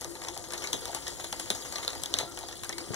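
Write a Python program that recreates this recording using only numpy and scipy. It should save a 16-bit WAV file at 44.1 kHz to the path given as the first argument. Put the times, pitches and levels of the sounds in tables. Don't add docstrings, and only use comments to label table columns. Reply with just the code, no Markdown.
import sys
import numpy as np
from scipy import signal
from scipy.fft import rfft, irfft
from scipy.io import wavfile

SR = 44100
rng = np.random.default_rng(int(sys.argv[2]) if len(sys.argv) > 2 else 0)


def master_out(mix):
    frames = np.transpose(np.atleast_2d(mix))
    ceiling = np.clip(frames, -1, 1)
    pcm = np.round(ceiling * 32767).astype(np.int16)
    wavfile.write(sys.argv[1], SR, pcm)


N = 130095

# pitch_hz, level_db
HUM_TONES = [(59, -65.5), (104, -66)]
# time_s, level_db
DRONE_LEVEL = [(0, -70), (.12, -42), (.22, -59), (.3, -54), (.66, -57.5), (1.4, -60), (2.4, -58.5),
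               (2.95, -52)]
# time_s, low_band_db, middle_band_db, top_band_db
WHIRR_LEVELS = [(0, -62, -58, -58), (.3, -54.5, -56, -59), (.6, -56, -64, -59), (1.0, -56, -72, -65),
                (1.3, -53.5, -62, -59), (1.8, -52, -66, -60), (2.3, -68, -79, -68), (2.55, -59, -64, -66),
                (2.7, -57, -56, -69), (2.95, -66, -56, -66)]
# centre_hz, width_hz
WHIRR_BANDS = [(6860, 420), (9000, 1400), (11250, 380)]
# frequency_hz, relative_db
RUMBLE_COLOUR = [(20, -8), (60, 16), (80, 3), (125, 4.5), (155, 1.5), (250, 0.5), (500, -14), (2000, -29)]
# time_s, level_db
SLIDE_LEVEL = [(0.0, -50), (0.5, -52.5), (0.71, -44), (1.19, -45.5), (1.49, -45), (1.72, -45), (2.08, -45),
               (2.19, -47), (2.4, -49), (2.95, -47)]
# frequency_hz, relative_db
SLIDE_COLOUR = [(1000, -2.5), (2000, 8), (2550, 5.5), (3200, 8), (3900, 0), (4650, -3), (5200, 5),
                (5800, -14), (6400, -25), (6900, 13), (7500, -6.5), (9000, 6), (11200, -1.5), (12300, -0.5),
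                (15000, -8)]
# centre_hz, width_hz, level_db (against SLIDE_LEVEL)
RAILS = [(4040, 200, -15), (4810, 89, -8.5), (6040, 970, -12), (8120, 75, -16), (8660, 200, -30.5),
         (8900, 100, -17), (10780, 120, -13.5)]
# time_s, level_db
RATTLE_LEVEL = [(0, -47), (.28, -51), (.45, -47.5), (.66, -45.5), (.92, -47.5), (1.1, -47.5), (1.46, -48.5),
                (1.65, -50), (1.85, -45.5), (2.08, -47.5), (2.25, -45.5), (2.33, -51.5), (2.45, -46.5),
                (2.58, -52), (2.95, -46.5)]
# frequency_hz, relative_db
RATTLE_COLOUR = [(100, 6), (220, -26), (350, 2.5), (550, 10), (900, -2.5), (1300, -2), (2000, -17.5),
                 (2700, -21), (3700, 5), (5000, 7.5), (12000, -27)]
# pitch_hz, relative_db, t60_s
FRAME_MODES = [(281, 10, 0.43), (352, 9, 0.22), (404, 2.5, 0.056), (503, 3.5, 0.045), (552.5, -24, 0.12),
               (697, 0.5, 0.071), (770, -9.5, 0.027), (903, 2.5, 0.07), (1189, 1, 0.14), (1368, -6, 0.12),
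               (1837, -4, 0.17)]
# low_hz, high_hz
TICKLET_BANDS = [(3200, 4200), (5200, 8100), (7800, 11200)]
# start_s, clack_db (frame), knock_db (hollow), knock_hz,
# ring_db (link), ring_hz, tick_db (edge), tick_hz, chatter_t60_s, after_rattle_db (against the crack)
SNAPS = [(0.0098, -73, -72, 496, -51, 4140, -38.5, 10350.0, 0.008, -12),
         (0.0161, -44, -68, 490, -55, 3470, -41.5, 10230.0, 0.003, -9),
         (0.045, -43.5, -54, 800, -44, 4060, -37, 6400, 0.004, -22),
         (0.1524, -47.5, -50.5, 870, -48.5, 3940, -56, 9060.0, 0.0067, -14),
         (0.2168, -42, -57, 818, -48.5, 3670, -47, 6820.0, 0.0076, -18),
         (0.2363, -45, -59, 877, -54, 3570, -44, 5300, 0.011, -5),
         (0.248, -46, -45, 516, -44, 3740, -50, 5990.0, 0.0045, -20),
         (0.27, -45, -49.5, 840, -69, 3670, -53, 7000, 0.013, 1),
         (0.2837, -43, -43, 890, -39.5, 3520, -37, 5700, 0.016, -10),
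         (0.3647, -45.5, -45, 770, -53, 3740, -52, 6800, 0.0028, -11),
         (0.3761, -64, -70, 505, -52, 3670, -36.5, 10500, 0.0022, -14),
         (0.44, -48, -61, 760, -52, 3850, -48, 6300, 0.0056, -3),
         (0.5058, -45.5, -62, 2000, -48, 3640, -45, 6940.0, 0.0045, -12),
         (0.522, -49, -43, 1600, -50, 3640, -39, 9400, 0.003, -8),
         (0.534, -36, -42, 1940, -40, 3850, -36, 10600, 0.014, -6.5),
         (0.5774, -50, -52, 910, -42.5, 3900, -40, 6450, 0.0073, -6),
         (0.6201, -41.5, -51, 2200, -50, 3330, -47, 5500, 0.0049, 3),
         (0.639, -37, -42, 2220, -43.5, 3750, -39, 6700, 0.01, -3),
         (0.672, -43, -58, 450, -40, 4160, -40.5, 6340.0, 0.0036, -8),
         (0.7295, -38.5, -40, 990, -28, 3550, -30, 6400, 0.0093, -7.5),
         (0.8546, -44.5, -53, 495, -40, 3460, -35.5, 8900, 0.0054, -12),
         (0.8785, -55, -45, 764, -45, 4150, -49, 5590.0, 0.007, -13),
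         (0.8923, -51.5, -39.5, 725, -56, 4120, -57, 6920.0, 0.011, -13),
         (0.93, -43.5, -50, 790, -64, 3550, -52, 7120.0, 0.012, -12),
         (0.9467, -39.5, -41, 790, -37.5, 3860, -30.5, 9900, 0.0095, -9.5),
         (0.9633, -41.5, -46, 930, -51, 3800, -44, 5900, 0.0064, -13),
         (1.0679, -47.5, -42, 1840, -42.5, 3600, -44, 5370, 0.0028, 1),
         (1.0798, -46, -56, 1830, -60, 3650, -33.5, 10200, 0.0052, -16),
         (1.197, -42, -50, 675, -50, 3680, -46, 6940, 0.014, 1),
         (1.2413, -42.5, -46, 721, -40, 3800, -38, 10100, 0.029, -11),
         (1.3259, -38, -43, 920, -36, 3670, -34, 6100, 0.0089, -23),
         (1.3964, -41, -55, 2000, -43, 3530, -33, 9900, 0.017, -7.5),
         (1.458, -50, -53, 920, -62, 3990, -44, 8100, 0.0064, -17),
         (1.5022, -34.5, -61, 690, -27, 3640, -27, 10000, 0.0055, -8.5),
         (1.549, -44.5, -46.5, 746, -49, 3720, -40.5, 6840.0, 0.0061, -0.5),
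         (1.6216, -58, -55, 716, -45, 3440, -48, 6560, 0.013, -8),
         (1.6498, -45, -58, 524, -58, 3640, -46, 5960.0, 0.0065, -1),
         (1.7233, -43, -50, 1180, -46, 4070, -38.5, 7800, 0.012, -7),
         (1.7565, -40.5, -43.5, 1930, -33.5, 3920, -38.5, 5850.0, 0.0094, -8),
         (1.7819, -40, -45, 510, -45, 3370, -41, 6200, 0.015, -12),
         (1.828, -42, -61, 1981, -43, 3720, -44, 11100, 0.0087, -2),
         (1.8474, -46, -48, 440, -43, 4030, -41, 6700, 0.0085, -28),
         (1.8784, -38.5, -45, 1150, -27.5, 3850, -33.5, 10000, 0.0026, -11.5),
         (1.9024, -46.5, -54, 980, -47, 4060, -44, 7350.0, 0.008, -13),
         (1.9304, -46, -51, 700, -45, 3950, -50, 10480.0, 0.0073, -16),
         (1.9517, -45.5, -43, 780, -57, 3770, -43, 10400, 0.004, -18),
         (2.0351, -42, -57, 1930, -34, 3600, -30.5, 9100, 0.0067, -16),
         (2.058, -53, -48, 431, -36, 3720, -36.5, 6700, 0.0078, -15),
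         (2.1396, -39, -41.5, 447, -23, 3870, -31.5, 6410.0, 0.0048, -15),
         (2.1667, -42, -53, 1949, -56, 3800, -44, 5400.0, 0.012, -1),
         (2.1865, -44.5, -44, 1954, -28, 3700, -28, 8410.0, 0.0062, -11),
         (2.1901, -38, -45, 1410, -33, 3800, -48, 5400.0, 0.016, -10),
         (2.2, -37.5, -47, 1370, -40, 3900, -41, 6700, 0.015, -0.5),
         (2.227, -54, -40, 770, -46, 3730, -65, 7100, 0.009, 1),
         (2.373, -41.5, -53, 760, -49, 3520, -42.5, 10080.0, 0.009, -9),
         (2.3886, -51.5, -53, 470, -59, 3680, -39, 10100, 0.0057, -8),
         (2.4083, -58, -49, 786, -49, 3600, -51, 7580.0, 0.011, -5),
         (2.4298, -50, -45.5, 780, -45.5, 3630, -54, 6430.0, 0.0049, -7),
         (2.4858, -46, -44.5, 710, -45.5, 3740, -43, 10150.0, 0.0044, -8),
         (2.5262, -50, -51, 1840, -49, 3780, -49, 5600, 0.0047, -10),
         (2.6341, -41, -55, 921, -43.5, 3830, -39, 8700, 0.0067, -7),
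         (2.6456, -50, -44, 1530, -48, 4050, -38, 8600, 0.003, -17),
         (2.6932, -39, -41, 1873, -54, 4050, -33.5, 9100, 0.0012, -17),
         (2.726, -57, -43.5, 2150, -42, 3800, -44, 5340, 0.01, -12),
         (2.781, -40.5, -49, 2140, -38.5, 4130, -37, 9500, 0.014, -12.5),
         (2.9356, -39, -47, 1930, -65, 3570, -57, 6760.0, 0.006, -15),
         (2.9425, -36.5, -48, 947, -50, 3700, -36.5, 6500, 0.0085, -10)]
# frequency_hz, relative_db
SNAP_COLOUR = [(150, 5), (350, -3), (800, 2), (1400, -1), (2000, 2), (2600, 5.5), (3700, 0), (4700, 6),
               (6200, 4.5), (7800, -2.5), (10200, -0.5), (12500, -7.5), (15500, -16)]
# start_s, thud_db, t60_s, resonance_hz, width_hz (before its cap),
# resonance_db
BUMPS = [(0.736, -42, 0.22, 412, 400, -38.5), (1.505, -48, 0.11, 376, 395, -31.5),
         (2.141, -40, 0.072, 440, 400, -44), (2.189, -43.5, .1, 480, 300, -40.5),
         (2.21, -52, 0.028, 670, 497, -33), (2.229, -42, 0.16, 680, 500, -42),
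         (2.887, -41, 0.051, 350, 150, -53), (2.905, -32.5, 0.096, 500, 150, -38),
         (2.934, -42, 0.084, 350, 150, -43)]
# frequency_hz, relative_db
BUMP_COLOUR = [(40, -51), (105, 8), (200, 0.5), (350, 4.5), (520, -7), (800, -44), (1500, -14), (4000, -56)]
# start_s, length_s, start_hz, end_hz, peak_db
SQUEAKS = [(0.811, 0.065, 450, 486, -45), (1.712, 0.1, 1244, 1130, -47), (2.246, 0.075, 1300, 1413, -48.5),
           (2.303, 0.055, 1350, 1310, -56)]
# frequency_hz, left_minus_right_db, likeness (0 to 1), left_lead_rad
PORTS = [(60.5, 0, 0.66, 3), (160, 5, 0, -0.1), (265, 2, 0.64, 1.27), (730, 5, 0.76, 0.5),
         (1240, 0.5, 0.89, 0), (2098, 2.5, 1, 2), (2380, 0, .9995, 3.06), (2550, 0, 1, 3.14),
         (2770, 0, .9995, 3.22), (2906, 4.5, 1, 4.5), (3390, -2.5, 1, 5.5), (4505, 3.5, 0.74, 9),
         (4570, .2, .992, 9.3), (4760, .3, .992, 9.52), (5150, 3, 0, 9), (5700, 7.5, 1, 12.5),
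         (8060, 13, 0.47, 17), (7200, 7.5, 0, 17), (10370, 5.5, 0.36, 20), (15200, 3, 0.6, 36)]

DRONE_HZ = 341.4
WAVER, WAVER_HZ = 0.8, 8
RUMBLE_DB = -53.5
HISS_DB, GRIT_DB = -6.5, -8.5
GRIT_PER_S, GRIT_SPREAD_DB = 330, 1
RAIL_FLICKER_DB, RAIL_FLICKER_HZ = 4, 22
RATTLE_TRIM_DB, RATTLE_PER_S, RATTLE_SPREAD_DB, RATTLE_T60_S = -5, 590, 3.5, 0.046
FRAME_RATTLE_DB, FRAME_SNAP_DB = -50, -7
TICKLETS_PER_S, TICKLET_DB, TICKLET_SPREAD_DB, TICKLET_T60_S = 22, -52.5, 1, 0.011
CLACK_TRIM_DB, KNOCK_TRIM_DB, RING_TRIM_DB, TICK_TRIM_DB, PING_TRIM_DB = -3.5, -3, -3, -2.5, -9
CLACK_T60_S, CLACK_TAIL_DB = 0.011, -2.5
KNOCK_T60_S, KNOCK_TAIL_DB = 0.023, -7
KNOCK_WIDTH_HZ, RING_WIDTH_HZ, PING_WIDTH_HZ = 240, 676, 840
SNAP_RISE_S = 0.0015
SCATTER_DB, SCATTER_T60_S = 2, 0.085
ROOM_DB, ROOM_T60_S = 0, 0.19
DIFFUSE_DB = -23
CUTOFF_HZ = 15700

TIME = np.arange(N) / SR
SIZE = 147456
HZ = np.maximum(np.arange(SIZE // 2 + 1) * SR / SIZE, 1)
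TINY = 1e-18


def from_db(db):
    return 10 ** (np.asarray(db) / 20)


def rms_one(x):
    return x / np.sqrt(np.mean(x ** 2) + 1e-20)


def at_hz(points, column=1):
    table = np.array(points)
    return np.interp(np.log(HZ), np.log(table[:, 0]), table[:, column])


def level(curve):
    return from_db(np.interp(TIME, *np.transpose(curve)))


def dying(t, t60):
    return (t >= 0) * np.exp(-np.log(1000) * np.abs(t) / t60)


def filtered(x, response):
    return irfft(rfft(x, SIZE) * response)[..., :N]


def colour(x, points):
    cepstrum = irfft(np.log(from_db(at_hz(points))))
    cepstrum[1:SIZE // 2] *= 2
    cepstrum[SIZE // 2 + 1:] = 0
    return filtered(x, np.exp(rfft(cepstrum)))


def lowpassed_noise(limit_hz, shape):
    low = signal.butter(2, limit_hz, fs=SR, output="sos")
    return rms_one(signal.sosfilt(low, rng.standard_normal(shape)))


def noise(points):
    return rms_one(colour(rng.standard_normal((2, N)), points))


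def band_noise(hz, width_hz):
    band = signal.butter(2, [hz - width_hz / 2, hz + width_hz / 2], "band", fs=SR, output="sos")
    return rms_one(signal.sosfilt(band, rng.standard_normal((2, N))))


def wavering(hz):
    swell, sway = lowpassed_noise(WAVER_HZ, (2, N))
    phase = 2 * np.pi * hz * TIME + 2 * WAVER * sway
    return np.sqrt(2) * (1 + WAVER * swell) * np.sin(phase)


def drive():
    tones = []
    for _ in range(2):
        hum = sum(from_db(db) * wavering(hz) for hz, db in HUM_TONES)
        tones.append(level(DRONE_LEVEL) * wavering(DRONE_HZ) + hum)
    times, *band_levels = np.transpose(WHIRR_LEVELS)
    whirr = 0
    for band_db, (hz, width) in zip(band_levels, WHIRR_BANDS):
        whirr = whirr + from_db(np.interp(TIME, times, band_db)) * band_noise(hz, width)
    return np.array(tones) + whirr + from_db(RUMBLE_DB) * noise(RUMBLE_COLOUR)


def grains(per_s, spread_db):
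    sizes = from_db(spread_db * np.minimum(rng.exponential(1, N), 4))
    signs = rng.choice([-1, 1], N)
    return rms_one(sizes * signs * (rng.random(N) < per_s / SR))


def flicker(depth_db, rate_hz):
    return from_db(depth_db * lowpassed_noise(rate_hz, N))


def slide():
    contacts = np.array([grains(GRIT_PER_S, GRIT_SPREAD_DB) for _ in range(2)])
    grit = rms_one(colour(contacts, SLIDE_COLOUR))
    rails = 0
    for hz, width, db in RAILS:
        singing = band_noise(hz, width) * flicker(RAIL_FLICKER_DB, RAIL_FLICKER_HZ)
        rails = rails + from_db(db) * rms_one(singing)
    hiss = noise(SLIDE_COLOUR)
    return level(SLIDE_LEVEL) * (from_db(HISS_DB) * hiss + from_db(GRIT_DB) * grit + rails)


def frame(x):
    out = 0
    for hz, db, t60 in FRAME_MODES:
        r = dying(1 / SR, t60)
        feed = [(1 - r * r) / 2, 0, (r * r - 1) / 2]
        feedback = [1, -2 * r * np.cos(2 * np.pi * hz / SR), r * r]
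        out = out + from_db(db) * signal.lfilter(feed, feedback, x + TINY)
    return out


def rattle():
    strikes = grains(RATTLE_PER_S, RATTLE_SPREAD_DB) ** 2
    energy = signal.lfilter([1], [1, -dying(2 / SR, RATTLE_T60_S)], strikes + TINY)
    contacts = np.sqrt(energy) * rng.standard_normal((2, N))
    course = level(RATTLE_LEVEL)
    links = from_db(RATTLE_TRIM_DB) * course * rms_one(colour(contacts, RATTLE_COLOUR))
    return links + from_db(FRAME_RATTLE_DB) * rms_one(frame(contacts * course))


def burst(low_hz, high_hz, t60, tail_db):
    t = TIME[:SR // 7]
    band = signal.butter(2, [low_hz, min(high_hz, .45 * SR)], "band", fs=SR, output="sos")
    near = dying(t - .003, SCATTER_T60_S)
    far = dying(t - .008, ROOM_T60_S)
    scatter = from_db(SCATTER_DB) * near / np.linalg.norm(near)
    room = from_db(ROOM_DB) * far / np.linalg.norm(far)
    tail = np.hypot(scatter, room)
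    attack = dying(t, t60) * (1 - np.exp(-t / SNAP_RISE_S))
    shapes = np.array([attack, tail])
    signs = rng.choice([-1., 1.], (2, 2, len(t)))
    parts = signal.sosfilt(band, signs * shapes[:, None] + TINY)
    crack, echoes = parts / np.linalg.norm(parts, axis=-1, keepdims=True)
    return np.sqrt(SR / 100) * (crack + from_db(tail_db) * np.linalg.norm(tail) * echoes)


def burst_around(hz, width_hz, t60, tail_db):
    return burst(hz - width_hz / 2, hz + width_hz / 2, t60, tail_db)


def snaps():
    x = np.zeros((2, N + SR))
    for start, clack_db, knock_db, knock_hz, ring_db, ring_hz, tick_db, tick_hz, t60, tail_db in SNAPS:
        clack = burst(303, 2230, CLACK_T60_S, CLACK_TAIL_DB)
        knock = burst_around(knock_hz, KNOCK_WIDTH_HZ, KNOCK_T60_S, KNOCK_TAIL_DB)
        ping = burst_around(tick_hz, PING_WIDTH_HZ, t60, tail_db)
        ring = burst_around(ring_hz, RING_WIDTH_HZ, t60, tail_db)
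        tick = burst(5530, 16500, t60, tail_db)
        sound = (from_db(clack_db + CLACK_TRIM_DB) * clack
                 + from_db(knock_db + KNOCK_TRIM_DB) * knock
                 + from_db(tick_db + PING_TRIM_DB) * ping
                 + from_db(ring_db + RING_TRIM_DB) * ring
                 + from_db(tick_db + TICK_TRIM_DB) * tick)
        i = max(int(start * SR), 0)
        x[:, i:i + sound.shape[1]] += sound
    x = colour(x[:, :N], SNAP_COLOUR)
    return x + from_db(FRAME_SNAP_DB) * frame(x)


def ticklets():
    out = 0
    for low_hz, high_hz in TICKLET_BANDS:
        spread = TICKLET_SPREAD_DB * np.clip(rng.standard_normal(N), -2, 2)
        clicks = from_db(TICKLET_DB + spread) * (rng.random(N) < TICKLETS_PER_S / SR)
        tick = burst(low_hz, high_hz, TICKLET_T60_S, tail_db=-8.5)
        out = out + signal.fftconvolve(clicks[None], tick, axes=1)[:, :N]
    return out


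def bumps():
    thud = noise(BUMP_COLOUR)
    out = 0
    for start, thud_db, t60, hz, width, body_db in BUMPS:
        body = band_noise(hz, min(width, 1.6 * hz))
        out = out + dying(TIME - start, t60) * (from_db(thud_db) * thud + from_db(body_db) * body)
    return out


def squeaks():
    out = 0
    for start, length, start_hz, end_hz, db in SQUEAKS:
        progress = np.clip((TIME - start) / length, 0, 1)
        pitch_hz = start_hz + (end_hz - start_hz) * progress
        tone = np.sin(2 * np.pi * np.cumsum(pitch_hz) / SR)
        out = out + from_db(db) * np.sin(np.pi * progress) * tone
    return out


def ports(left, other):
    half = from_db(at_hz(PORTS) / 2)
    alike = np.clip(at_hz(PORTS, 2), 0, 1)
    lag = np.exp(-1j * at_hz(PORTS, 3)) / half
    shared = filtered(left, alike * lag)
    separate = filtered(other, 1j * np.sqrt(1 - alike ** 2) * lag)
    return np.array([filtered(left, half), shared + separate])


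def scene():
    links = snaps()
    sources = drive() + slide() + rattle() + links + ticklets() + bumps() + squeaks()
    return ports(*sources) + from_db(DIFFUSE_DB) * links[::-1]


def record(dry):
    return signal.sosfilt(signal.ellip(10, .1, 80, CUTOFF_HZ, fs=SR, output="sos"), dry)


dry = scene()
out = record(dry)
master_out(out)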